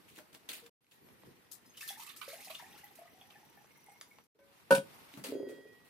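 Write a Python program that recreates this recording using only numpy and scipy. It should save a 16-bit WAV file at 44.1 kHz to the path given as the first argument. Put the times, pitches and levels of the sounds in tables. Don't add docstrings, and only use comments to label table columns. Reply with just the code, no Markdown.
import sys
import numpy as np
from scipy import signal
from scipy.fft import rfft, irfft, next_fast_len
from scipy.io import wavfile
from scipy.ndimage import uniform_filter1d

SR = 44100
rng = np.random.default_rng(int(sys.argv[2]) if len(sys.argv) > 2 else 0)


def bounce(signal):
    frames = np.transpose(np.atleast_2d(signal))
    limited = np.clip(frames, -1, 1)
    pcm = np.round(limited * 32767).astype(np.int16)
    wavfile.write(sys.argv[1], SR, pcm)


def attenuation_scalar(level_db):
    decades = np.asarray(level_db, float) / 20
    return 10 ** decades


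N = 259985
T = np.arange(N) / SR

# (fade start [s], silence from [s], silence to [s], level step [s], fade depth [dB])
CUTS = [
    (.66, .703, .804, .912, -6),
    (4.2, 4.276, 4.345, 4.386, -12),
]
# (frequency [Hz], density [dB per Hz])
ROOM_TONE = [(18, -29.5), (30, -10.5), (161, -1), (404, -3), (526, -7.5), (913, -4), (1630, -8.5),
             (2060, -8), (5740, -15.5), (7090, -19.5), (12300, -15), (15300, -19), (15650, -47.5)]
# (time [s], width [s],
# rumble lift [dB], hiss lift [dB])
SWELLS = [(0, 0.12, 2.5, 3.5), (.7, 0.26, 2.5, 5), (1.08, 0.073, 5, 0.5), (1.28, 0.061, 8.5, 3),
          (2.72, .08, 4.5, 2.5), (2.8, 0.7, -0.5, 2.5), (4.58, 0.086, -1.8, 3), (4.9, 0.22, 10.5, 2.5),
          (5.05, 0.23, -3, 7.5)]
# (frequency [Hz], likeness [-1 to 1])
PORT_LIKENESS = [(60, 0.095), (180, 0.33), (550, 0.28), (1650, -0.6), (4970, -0.042), (15000, -0.54)]
# (frequency [Hz], t60 [s])
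ROOM_DECAY = [(150, 0.26), (600, 0.24), (2500, 0.2), (8000, 0.2), (15000, 0.13)]
# (frequency [Hz], density [dB per Hz])
ROOM_TAPS = [(100, 0.022), (16000, 0.0053)]
# (time [s], level [dB], dull part [dB], length [s])
SCUFFS = [(0.08, -53, -36, 0.076), (0.155, -48.5, -14, 0.042), (0.1786, -51, 5.5, 0.021),
          (0.328, -49.5, -21, 0.026), (0.343, -53, -0.5, 0.028), (0.4884, -32.5, -13, 0.038),
          (0.529, -40, -22, 0.059), (0.661, -47, -8, 0.014), (0.91, -48, -25, 0.032),
          (5.137, -52, -16, 0.043), (5.1724, -57, 12, 0.032), (5.238, -34.5, -7, 0.057),
          (5.487, -51, -3, 0.052), (5.845, -58.5, -5, 0.067)]
# (frequency [Hz], density [dB per Hz])
RUB_COLOUR = [(710, -38), (1200, -12), (1610, -7), (2680, 1.5), (3290, -2), (4450, -1.5), (5650, -12),
              (6100, -7), (12100, -5), (16000, -11.5)]
# (frequency [Hz], density [dB per Hz])
THUMP_COLOUR = [(100, -29), (250, -3.5), (900, -12.0), (2000, -14.0), (3500, -25.5)]
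# (time [s], pitch [Hz], level [dB])
SQUEAK = [(.815, 11350, -72), (.91, 11250, -75), (.96, 12000, -74), (1.05, 11800, -75), (1.15, 11550, -77),
          (1.27, 11250, -82)]
# (time [s], peak level [dB], centre [Hz])
TICKS = [(.188, -44, 1200), (.349, -39, 2500), (.518, -42, 1400), (.663, -44, 3000), (.845, -47, 2000),
         (.867, -46, 3500), (.915, -50, 3000), (1.087, -50, 1000), (1.235, -50, 700), (1.516, -46, 7000),
         (1.809, -40, 4500), (1.878, -44, 11000), (2.842, -48, 12000), (3.643, -54, 500),
         (4.012, -36, 4400), (4.013, -42, 1150), (4.013, -43, 2500), (4.015, -47, 9000), (4.186, -46, 1150),
         (4.238, -51, 12000), (4.391, -56, 1500), (4.749, -23, 9000), (4.752, -27, 4500),
         (4.757, -28, 9000), (4.783, -33, 3000), (5.139, -41, 2600), (5.175, -50, 6000), (5.24, -36, 6000),
         (5.262, -44, 6000), (2.553, -42, 3600), (1.9, -41, 3000), (1.78, -45, 4500), (.329, -52, 3000)]
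# (frequency [Hz], level [dB], t60 [s])
LID_ON = [(554, 0, .32), (1001, -13, .45), (1534, -14, .4), (2234, -18, .35)]
# (frequency [Hz], level [dB], t60 [s])
LID_OFF = [(959, -14, 0.66), (1510, -10.5, 0.38), (1920, -4, 2.6), (3262, -15, 1.3), (4850, -16, 0.84),
           (6600, -24, 0.5)]
# (time [s], level [dB], share of outer modes [3 dB per octave])
LID_TAPS = [
    (4.392, -60, 1),
    (4.416, -54.5, -2),
    (5.3, -65.5, 4.5),
    (5.442, -60, 0),
    (5.54, -75.5, 0.5),
    (5.68, -74, 1),
]
# (time [s], level [dB], pitch [Hz])
GULPS = [(4.351, -43.5, 427), (5.139, -46, 283), (5.174, -39.5, 209), (5.19, -45, 198), (5.256, -46, 490),
         (5.286, -37, 284), (5.322, -25, 416), (5.352, -25, 394), (5.365, -39, 510), (5.399, -26.5, 398.5),
         (5.429, -29, 401), (5.469, -31, 380), (5.494, -33.5, 417), (5.519, -34, 383), (5.584, -37.5, 407),
         (5.654, -40, 421), (5.719, -51.5, 389)]
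# (frequency [Hz], width [Hz], level [dB])
HOLLOW = [(284, 71, 3), (352, 50, -3.5), (388.5, 30, 10.5), (510.6, 14, 9.5)]
# (frequency [Hz], level [dB], t60 [s], phase lead of the left port [rad])
KETTLE_MODES = [(147, -21, 0.16, 0), (198, -16, 0.25, 0), (255, -16, 0.08, 0), (283, -16, .1, 0),
                (424, -18, 0.2, .5), (490, -25, 0.2, 3.3), (544, .5, 0.125, -0.08), (606, -25, 0.1, -1.5),
                (725, -11, 0.02, -0.5), (930, -7, 0.06, 1.34), (978, -16, 0.2, 1.8), (1080, -28, .1, 1),
                (1245, -17, 0.031, -0.5), (1384, -25, .1, 1), (1490, -10, 0.16, 2), (1820, -23, 0.097, 2),
                (2327, -34, .1, 1), (2700, -26, 0.057, 0), (4400, -31, 0.06, -1)]
# (time [s], level [dB], hardness [dB per octave], crack [dB])
KNOCKS = [(4.707, -13, 2.5, -18), (4.7217, -16, 2, -24), (4.749, -33, 8, -1), (4.775, -29, -7.5, -18),
          (5.241, -43, 0, -25)]
# (frequency [Hz], density [dB per Hz])
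CRACK_COLOUR = [(410, -36), (700, -7), (1280, -21), (1500, 0), (1970, -34), (2270, -10.5), (7590, -24),
                (8990, -13), (13700, -24), (15400, -29.5), (16000, -58)]
# (time [s], gain [dB])
KETTLE_GAIN = [(4.77, 0), (4.86, -16), (5.1, 0)]
# (time [s], level [dB], centre [Hz])
MIST_SNAPS = [(2.6888, -58, 9230), (2.7262, -51, 14400), (2.7731, -53, 12100), (2.8424, -39, 12000),
              (2.9123, -47, 12100), (2.9547, -50, 13800), (2.9921, -43, 10800), (3.1787, -70, 10400),
              (3.2036, -66, 9740), (3.3797, -57, 12900), (3.452, -58, 12000), (3.5264, -58, 11900),
              (3.5713, -51, 12500), (3.6521, -62, 12300), (3.7159, -60, 12000), (3.7953, -66, 9720),
              (3.8626, -51, 8690), (3.896, -54, 7840), (3.9289, -55, 10800), (4.0113, -46, 9870),
              (4.0577, -58, 11900), (4.2013, -63, 10900), (4.2372, -58, 13000)]
# (time [s], level [dB])
FLOW = [(1.74, -63), (1.9, -45.5), (2.0, -61), (2.17, -58.5), (2.3, -51), (2.45, -53), (2.7, -58.5),
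        (3.0, -68.5), (4.27, -76)]
# (time [s], level [dB], dull part [dB])
SPLASHES = [(1.513, -32, -17), (1.658, -50.5, -18), (1.7683, -38, -9.5), (1.807, -33.5, -8),
            (1.8754, -29, -11.5), (1.975, -39, -12), (1.996, -39, -0.5), (2.0215, -40, -4.5),
            (2.062, -44, 0.5), (2.089, -46.5, 7), (2.162, -37.5, -11), (2.213, -43.5, 9),
            (2.281, -37, -5.5), (2.324, -40.5, -2.5), (2.404, -45, -2), (2.445, -37, -8.5),
            (2.498, -40.5, 4), (2.542, -43.5, 2), (2.588, -49.5, 6.5), (2.776, -47.5, -2),
            (2.952, -45.5, -8), (3.214, -65, 11), (3.301, -51, 6), (4.237, -50, -19)]
# (frequency [Hz], density [dB per Hz])
SPRAY_COLOUR = [(710, -32), (1200, 1), (1380, -9.5), (1810, -16), (2110, -6), (3470, -7), (3790, -4),
                (7170, -7), (12100, -2.5), (15000, -6), (16000, -33)]
# (frequency [Hz], gain [dB])
DULL_SHARE = [(3000, 2.0), (4500, -8.5), (7000, -58.5)]
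# (time [s], pitch [Hz])
WALL_PITCH = [(1.76, 1870), (2.7, 1820), (2.85, 1980), (3.62, 1790), (3.7, 2136), (4.2, 2110)]
# (time [s], level [dB], pitch [Hz])
WALL_TAPS = [(2.1034, -51, 1830), (2.5481, -43, 2834), (2.5955, -50, 1800), (2.6419, -49, 1852),
             (2.7302, -59, 1880), (2.7881, -56, 2820), (2.811, -55, 2840), (2.836, -51.5, 1974),
             (3.0744, -56, 1990), (3.2181, -57.5, 2540), (3.2535, -58, 1840), (3.3209, -59, 2670),
             (3.3408, -58, 2520), (3.3568, -55, 1760), (3.5748, -58.5, 1770), (3.706, -57, 2170),
             (3.7579, -57, 2103), (3.8701, -57, 2120), (3.901, -60, 2140), (3.9305, -60, 2150),
             (3.9584, -56, 2150), (4.1111, -52.5, 2200), (4.1634, -63, 2240)]
# (time [s], level [dB], pitch [Hz], t60 [s])
DRIPS = [(.195, -56, 610, .12), (.625, -57, 465, .2), (1.658, -61, 5100, .12), (1.695, -55, 6400, .08),
         (1.812, -52, 9050, .05), (1.824, -46, 1800, .2), (2.025, -54, 6300, .05), (2.22, -52, 1490, .14),
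         (2.31, -55, 4400, .12), (4.752, -42, 8850, .16), (4.755, -45, 9300, .12), (5.67, -70, 2466, .3)]
# (time [s], level [dB], pitch [Hz])
PLINKS = [(1.7737, -40, 3030), (1.8106, -34.5, 2610), (1.8899, -28.5, 3376), (2.076, -38.5, 2600),
          (2.099, -36, 3540), (2.2157, -37.5, 2310), (2.4816, -41.5, 2540), (2.513, -37.5, 2550),
          (2.5524, -29.5, 3510), (3.2119, -43, 3340)]
# (time [s], level [dB], pitch [Hz])
GLUGS = [(1.904, -39.5, 781), (1.972, -49.5, 876), (1.996, -44, 916), (2.029, -49, 1110),
         (2.076, -52, 1146), (2.215, -38.5, 1197), (2.279, -39.5, 544), (2.293, -50, 1250),
         (2.331, -42, 649), (2.366, -50, 700), (2.387, -51.5, 790), (2.473, -46, 748), (2.502, -43, 634),
         (2.503, -48, 1110), (2.598, -46, 940), (2.624, -45, 756), (2.742, -50, 810), (2.762, -55, 1346),
         (2.834, -49, 794), (2.908, -55, 800), (2.987, -45.5, 666), (3.016, -45.5, 667), (3.055, -53, 680),
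         (3.056, -56, 1180), (3.102, -62, 665), (3.144, -56.5, 733), (3.18, -56, 746), (3.214, -50.5, 770),
         (3.306, -61, 721), (3.353, -53, 790), (3.397, -60, 753), (3.43, -55.5, 833), (3.47, -66, 910),
         (3.503, -62, 904), (3.573, -54, 790), (3.607, -58, 815), (3.776, -62, 923), (3.869, -60, 840),
         (3.885, -48, 793), (3.957, -57.5, 950), (4.08, -67, 790)]
# (frequency [Hz], chance [0 to 1])
HOLES = [(3500, 0), (5000, .04), (7300, .12), (8500, .015), (12500, .02), (15500, .07)]

RUMBLE_DB, HISS_DB = -69.5, -68
DIM_DB, CLIMB_DB, STEP_DB, SETTLE_S = -18.5, 7, -5, 0.17
SPLASH_S, THIN_SPLASH_S, THIN_FROM_S = 0.034, 0.025, 2.7
MIST_DB, MIST_PER_S = -71, 30
SWARM_DB, COLUMN_DB, WALL_DB = -6, -24, -80.5
COLUMN_CLIMB_PER_S, COLUMN_FADE_DB_PER_S = 1.68, 30
GLUG_CYCLES, PLINK_CYCLES, GULP_CYCLES, WALL_CYCLES = 49, 80, 27, 111
SLOSH_S, SLOSH_DB, SLOSH_RISE_DB_PER_S, SLOSH_FALL_DB_PER_S = 5.33, -49, 186, 60
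EDGE_HZ, LOUD_DB = 15900, -84


def evened(x):
    return x / np.sqrt(np.mean(x ** 2) + 1e-20)


def read(points, hz):
    f, value = np.transpose(points)
    return np.interp(np.log(hz + 1), np.log(f + 1), value)


def curve(rows, k):
    rows = np.asarray(rows)
    return np.interp(T, rows[:, 0], rows[:, k])


def during(rows):
    return (T > rows[0][0]) & (T < rows[-1][0])


def add(mix, s, sound):
    part = mix[..., round(s * SR):][..., :sound.shape[-1]]
    part += sound[..., :part.shape[-1]]


def colour(x, points):
    gain_db = read(points, np.fft.rfftfreq(x.shape[-1], 1 / SR))
    return irfft(rfft(x) * attenuation_scalar(gain_db), x.shape[-1])


def resonate(x, hz, width):
    turn = np.exp(2j * np.pi * np.cumsum(hz * np.ones(N)) / SR)
    r = np.exp(-np.pi * width / SR)
    return 2 * (turn * signal.lfilter([1 - r], [1, -r], x / turn)).real


def pair(points, same_share):
    a, b = rng.standard_normal((2, next_fast_len(N)))
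    same = np.clip(read(PORT_LIKENESS, np.fft.rfftfreq(len(a), 1 / SR)) + same_share, 0, 1)
    right = irfft(same * rfft(a) + np.sqrt(1 - same ** 2) * rfft(b), len(a))
    return evened(colour(np.array([a, right]), points))[:, :N]


def swell(s, db, length, rise, pan_db):
    out = np.zeros((2, N))
    for s, db, length, pan_db in np.broadcast(s, db, length, pan_db):
        t = np.arange(int(4 * length * SR) + 9) / SR
        shape = (1 - np.exp(-t / rise)) * np.exp(-(t / length) ** 1.46)
        add(out, s, attenuation_scalar(db + np.array([[pan_db], [-pan_db]]) / 2) * shape)
    return out


def flicker(size, depth_db):
    smooth = uniform_filter1d(uniform_filter1d(rng.standard_normal(N), size), size)
    return attenuation_scalar(depth_db * evened(smooth))


def patchy(x, patch_db):
    z = signal.stft(x, nperseg=256)[2]
    field = rng.standard_normal(z.shape[:0:-1])
    field = uniform_filter1d(uniform_filter1d(field, 5, axis=0), 5, axis=1)
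    return evened(signal.istft(z * attenuation_scalar(patch_db * evened(field).T), nperseg=256)[1][:, :N])


def kicks(per_s, spread_db):
    size = attenuation_scalar(spread_db * np.minimum(rng.exponential(1, N), 4))
    return size * (rng.random(N) < per_s / SR)


def burst(low_hz, high_hz, fall_s):
    t = np.arange(500) / SR
    band = signal.butter(1, [low_hz, high_hz], "band", fs=SR)
    grit = signal.lfilter(*band, rng.standard_normal(500)) * np.exp(-t / fall_s)
    return grit / abs(grit).max()


def lasting(rows, cycles):
    return [(s, db, hz, cycles / hz) for s, db, hz in rows]


def bubbles(rows, rise, glide, spread=0, mate_db=-99):
    out, t = np.zeros(N), np.arange(SR // 6) / SR
    for s, db, hz, t60 in rows:
        a, b, c = rng.uniform(-0.64, 1, 3)
        turns = hz * (t + glide * t ** 2 / t60)
        higher = np.sin(2 * np.pi * turns * (1 + spread * (1.45 + a / 2)))
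        lower = np.sin(2 * np.pi * (turns * (1 - spread * (1.41 + b / 2)) + c))
        ring = np.sin(2 * np.pi * turns) + attenuation_scalar(mate_db) * (higher + lower)
        add(out, s, attenuation_scalar(db - 60 * t / t60) * (1 - np.exp(-t / rise)) * ring)
    return out


def air():
    rumble = pair([p for p in ROOM_TONE if p[0] < 700] + [(900, -86.0)], 0.042)
    rumble = rumble * flicker(size=900, depth_db=2.0)
    hiss = pair([(300, -64.0)] + [p for p in ROOM_TONE if p[0] > 500], 0)
    hiss = patchy(hiss, 1.4) * flicker(size=500, depth_db=-1.0)
    low_db, high_db = sum(np.outer(lift_db, np.exp(-((T - s) / width) ** 2))
                          for s, width, *lift_db in SWELLS)
    return attenuation_scalar(RUMBLE_DB + low_db) * rumble + attenuation_scalar(HISS_DB + high_db) * hiss


def scuffs():
    s, db, dull_db, length = np.transpose(SCUFFS)
    pan = 0.71 * rng.standard_normal(len(s))
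    rub = patchy(pair(RUB_COLOUR, .2), 2.5) * flicker(size=60, depth_db=2.5)
    bright = swell(s, db - 9, length, .001, pan) * rub
    dull = swell(s, db + dull_db - 7.5, 1.34 * length, 0.00051, pan) * pair(THUMP_COLOUR, 0.29)
    return bright + dull


def squeak():
    tone = np.sin(2 * np.pi * np.cumsum(curve(SQUEAK, 1)) / SR)
    return during(SQUEAK) * attenuation_scalar(curve(SQUEAK, 2) + 7) * tone * flicker(size=200, depth_db=2.5)


def ticks():
    out = np.zeros(N)
    for s, db, hz in TICKS:
        add(out, s, attenuation_scalar(db) * burst(hz / 1.5, hz * 1.4, .0007 + 1.2 / hz))
    return out


def lid():
    out, t = np.zeros(N), np.arange(SR // 2) / SR
    for s, tap_db, outer in LID_TAPS:
        modes, rise = (LID_ON, .0007) if s < 5 else (LID_OFF, .02)
        for hz, db, t60 in modes:
            waver_db = 2 * np.sin(2 * np.pi * (4 * t + rng.random()))
            share_db = outer * abs(np.log2(hz / 1922)) * 3
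            ring = attenuation_scalar(tap_db + db + waver_db + share_db - 60 * t / t60) * (1 - np.exp(-t / rise))
            add(out, s, ring * np.sin(2 * np.pi * hz * (t + s)) * np.cos(np.pi * t) ** .5)
    return out


def slosh():
    noise = rng.standard_normal(N)
    hollow = evened(sum(attenuation_scalar(db) * resonate(resonate(noise, hz, width), hz, 3 * width)
                        for hz, width, db in HOLLOW))
    fall_db = np.maximum(SLOSH_RISE_DB_PER_S * (SLOSH_S - T), SLOSH_FALL_DB_PER_S * (T - SLOSH_S))
    shiver = 2 * bubbles([(s, db - 28.0, hz, .1) for s, db, hz in GULPS[3:]], 0.00064, 0)
    heaves = [(s, db - 6.5 - 40 * max(s - 5.4, 0), 330 + hz / 2, .065) for s, db, hz in GULPS[4:]]
    gulps = attenuation_scalar(-2.0) * bubbles(lasting(GULPS, GULP_CYCLES), 0.002, 0.011, 0.172, -11.5)
    return attenuation_scalar(SLOSH_DB - fall_db) * hollow + shiver + bubbles(heaves, 0.0085, 0) + gulps


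def kettle():
    out, t = np.zeros((2, N)), np.arange(SR // 2) / SR
    for s, blow_db, hard, _ in KNOCKS:
        for k, (hz, db, t60, lead) in enumerate(KETTLE_MODES):
            level_db = blow_db + db + hard * np.log2(hz / 544) - 60 * t / t60
            ring = attenuation_scalar(level_db) * (1 - np.exp(-t / 0.0016))
            phase = np.array([[lead], [-lead]]) / 2
            add(out, s, (-1) ** k * ring * np.sin(2 * np.pi * hz * t + phase))
    s, db, _, crack_db = np.transpose(KNOCKS)
    crack = swell(s, db + crack_db, 0.026, 0.0003, 1.6) * pair(CRACK_COLOUR, 0.32)
    return (out + crack) * attenuation_scalar(curve(KETTLE_GAIN, 1))


def snaps():
    out = np.zeros(N)
    for s, db, hz in MIST_SNAPS:
        add(out, s, attenuation_scalar(db - 0.5) * burst(hz / 0.97, min(hz * 1.1, 16000), .003))
    return out


def spray():
    s, db, dull_db = np.transpose(SPLASHES)
    length = np.where(s < THIN_FROM_S, SPLASH_S, THIN_SPLASH_S)
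    pan = 5.3 * rng.standard_normal(len(s))
    water = patchy(pair(SPRAY_COLOUR, 0.45), 2.4) * flicker(size=40, depth_db=1.5)
    dull = colour(water, DULL_SHARE)
    fizz = during(FLOW) * attenuation_scalar(curve(FLOW, 1) - 8.0)
    bright = (swell(s, db - 14.5, length, 0.002, pan) + fizz) * (water - dull)
    thud = swell(s, db + dull_db - 6.0, 0.78 * length, 0.0026, pan) * dull
    mist = signal.oaconvolve(kicks(MIST_PER_S, 2), np.exp(-np.arange(900) / 160))[:N] * during(FLOW)
    return bright + attenuation_scalar(MIST_DB) * mist * np.diff(water, 2, prepend=0, append=0) + thud


def tumbler_wall():
    pitch = curve(WALL_PITCH, 1) * flicker(size=1500, depth_db=.2)
    wall = during(WALL_PITCH) * attenuation_scalar(WALL_DB) * evened(resonate(kicks(500, 2.5), pitch, 75))
    thin = (T > 3.1) * during(FLOW) * attenuation_scalar(-80) * evened(resonate(kicks(400, 3.5), 5850, 90))
    empty = (T > .85) * (T < 1.76) * attenuation_scalar(-80) * evened(resonate(kicks(300, 3), 1880, 110))
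    return wall + thin + empty


def air_column():
    latest = np.maximum(np.searchsorted(np.transpose(GLUGS)[0], T) - 1, 0)
    s, glug_db, glug_hz = np.transpose(GLUGS)[:, latest]
    climb = COLUMN_CLIMB_PER_S * np.minimum(T - s, .1) * np.where(T < THIN_FROM_S, 1, .5)
    hz = glug_hz * (1 + climb) * flicker(size=900, depth_db=0.4)
    column = evened(resonate(resonate(kicks(900, 2), hz, 38), hz, 150))
    level_db = 0.8 * (glug_db + 48.5) - 45 + COLUMN_DB - COLUMN_FADE_DB_PER_S * (T - s)
    return during(FLOW) * (T > GLUGS[1][0]) * attenuation_scalar(level_db) * column


def bubble_swarm():
    swarm, t = np.zeros(N), np.arange(900) / SR
    for hz in np.geomspace(1500, 6500, 16):
        shape = (1 - np.exp(-t / 0.0004)) * np.exp(-t * hz / 16)
        chirp = shape * np.sin(2 * np.pi * hz * t * (1 + 14 * t))
        swarm += signal.oaconvolve(kicks(70, 4.8), chirp)[:N]
    return during(FLOW) * attenuation_scalar(curve(FLOW, 1) + SWARM_DB) * evened(swarm)


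def pouring():
    glugs = attenuation_scalar(-0.5) * bubbles(lasting(GLUGS, GLUG_CYCLES), 0.0013, 0.075, 0.084, -17.5)
    plinks = attenuation_scalar(-5.0) * bubbles(lasting(PLINKS, PLINK_CYCLES), 0.00042, 0.032, 0.121, -11.5)
    taps = attenuation_scalar(0.3) * bubbles(lasting(WALL_TAPS, WALL_CYCLES), .0008, .01, .05, -15.5)
    drips = bubbles(DRIPS, 0.00085, 0.0021)
    return (glugs + plinks + taps + drips) * flicker(size=150, depth_db=1.5)


def room(x):
    taps = pair(ROOM_TAPS, 0.22)[:, :SR // 2] * (np.arange(SR // 2) > 150)
    hz, t, z = signal.stft(taps, SR, nperseg=256)
    tail = signal.istft(z * attenuation_scalar(-60 * t / read(ROOM_DECAY, hz)[:, None]), SR, nperseg=256)[1]
    return signal.fftconvolve(x, tail / np.linalg.norm(tail[0]), axes=1)[:, :N]


def scene():
    tumbler = tumbler_wall() + air_column() + bubble_swarm() + pouring()
    near = squeak() + ticks() + lid() + slosh() + snaps() + tumbler
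    near = np.array([np.roll(near, 2), near])
    rub, pot = scuffs() + spray(), kettle()
    return near + rub + pot + room(attenuation_scalar(-5) * near + attenuation_scalar(-11) * rub + attenuation_scalar(-16.5) * pot) + air()


def dropouts(x):
    hz, t, z = signal.stft(x, SR, nperseg=1024)
    chance = read(HOLES, hz[::6])
    kept = rng.random((len(t) // 4 + 1, len(chance))) > chance
    kept = kept.repeat(4, axis=0).repeat(6, axis=1)[:len(t), :len(hz)].T
    loud = abs(z[:, 200:300]).mean(axis=(0, 1)) > attenuation_scalar(LOUD_DB)
    return signal.istft(z * (kept | loud), nperseg=1024)[1][:, :N]


def fades():
    gain_db = np.zeros(N)
    for start, off, on, step, depth_db in CUTS:
        times = [start, off - .008, off, on, on + .004, step, step + .004, step + SETTLE_S]
        levels = [0, depth_db, -70, -70, DIM_DB, DIM_DB + CLIMB_DB, STEP_DB, 0]
        gain_db += np.interp(T, times, levels)
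    return gain_db


def low_pass(x):
    return signal.sosfilt(signal.butter(12, 16510, fs=SR, output="sos"), x)


def record(dry):
    gain_db = fades()
    thin = dropouts(signal.lfilter(*signal.butter(2, 70, "high", fs=SR), dry))
    faded = thin * attenuation_scalar(gain_db) * (gain_db > -60)
    mix = signal.oaconvolve(faded, signal.firwin(255, EDGE_HZ, fs=SR)[None], "same")
    return low_pass(mix)


dry = scene()
out = record(dry)
bounce(out)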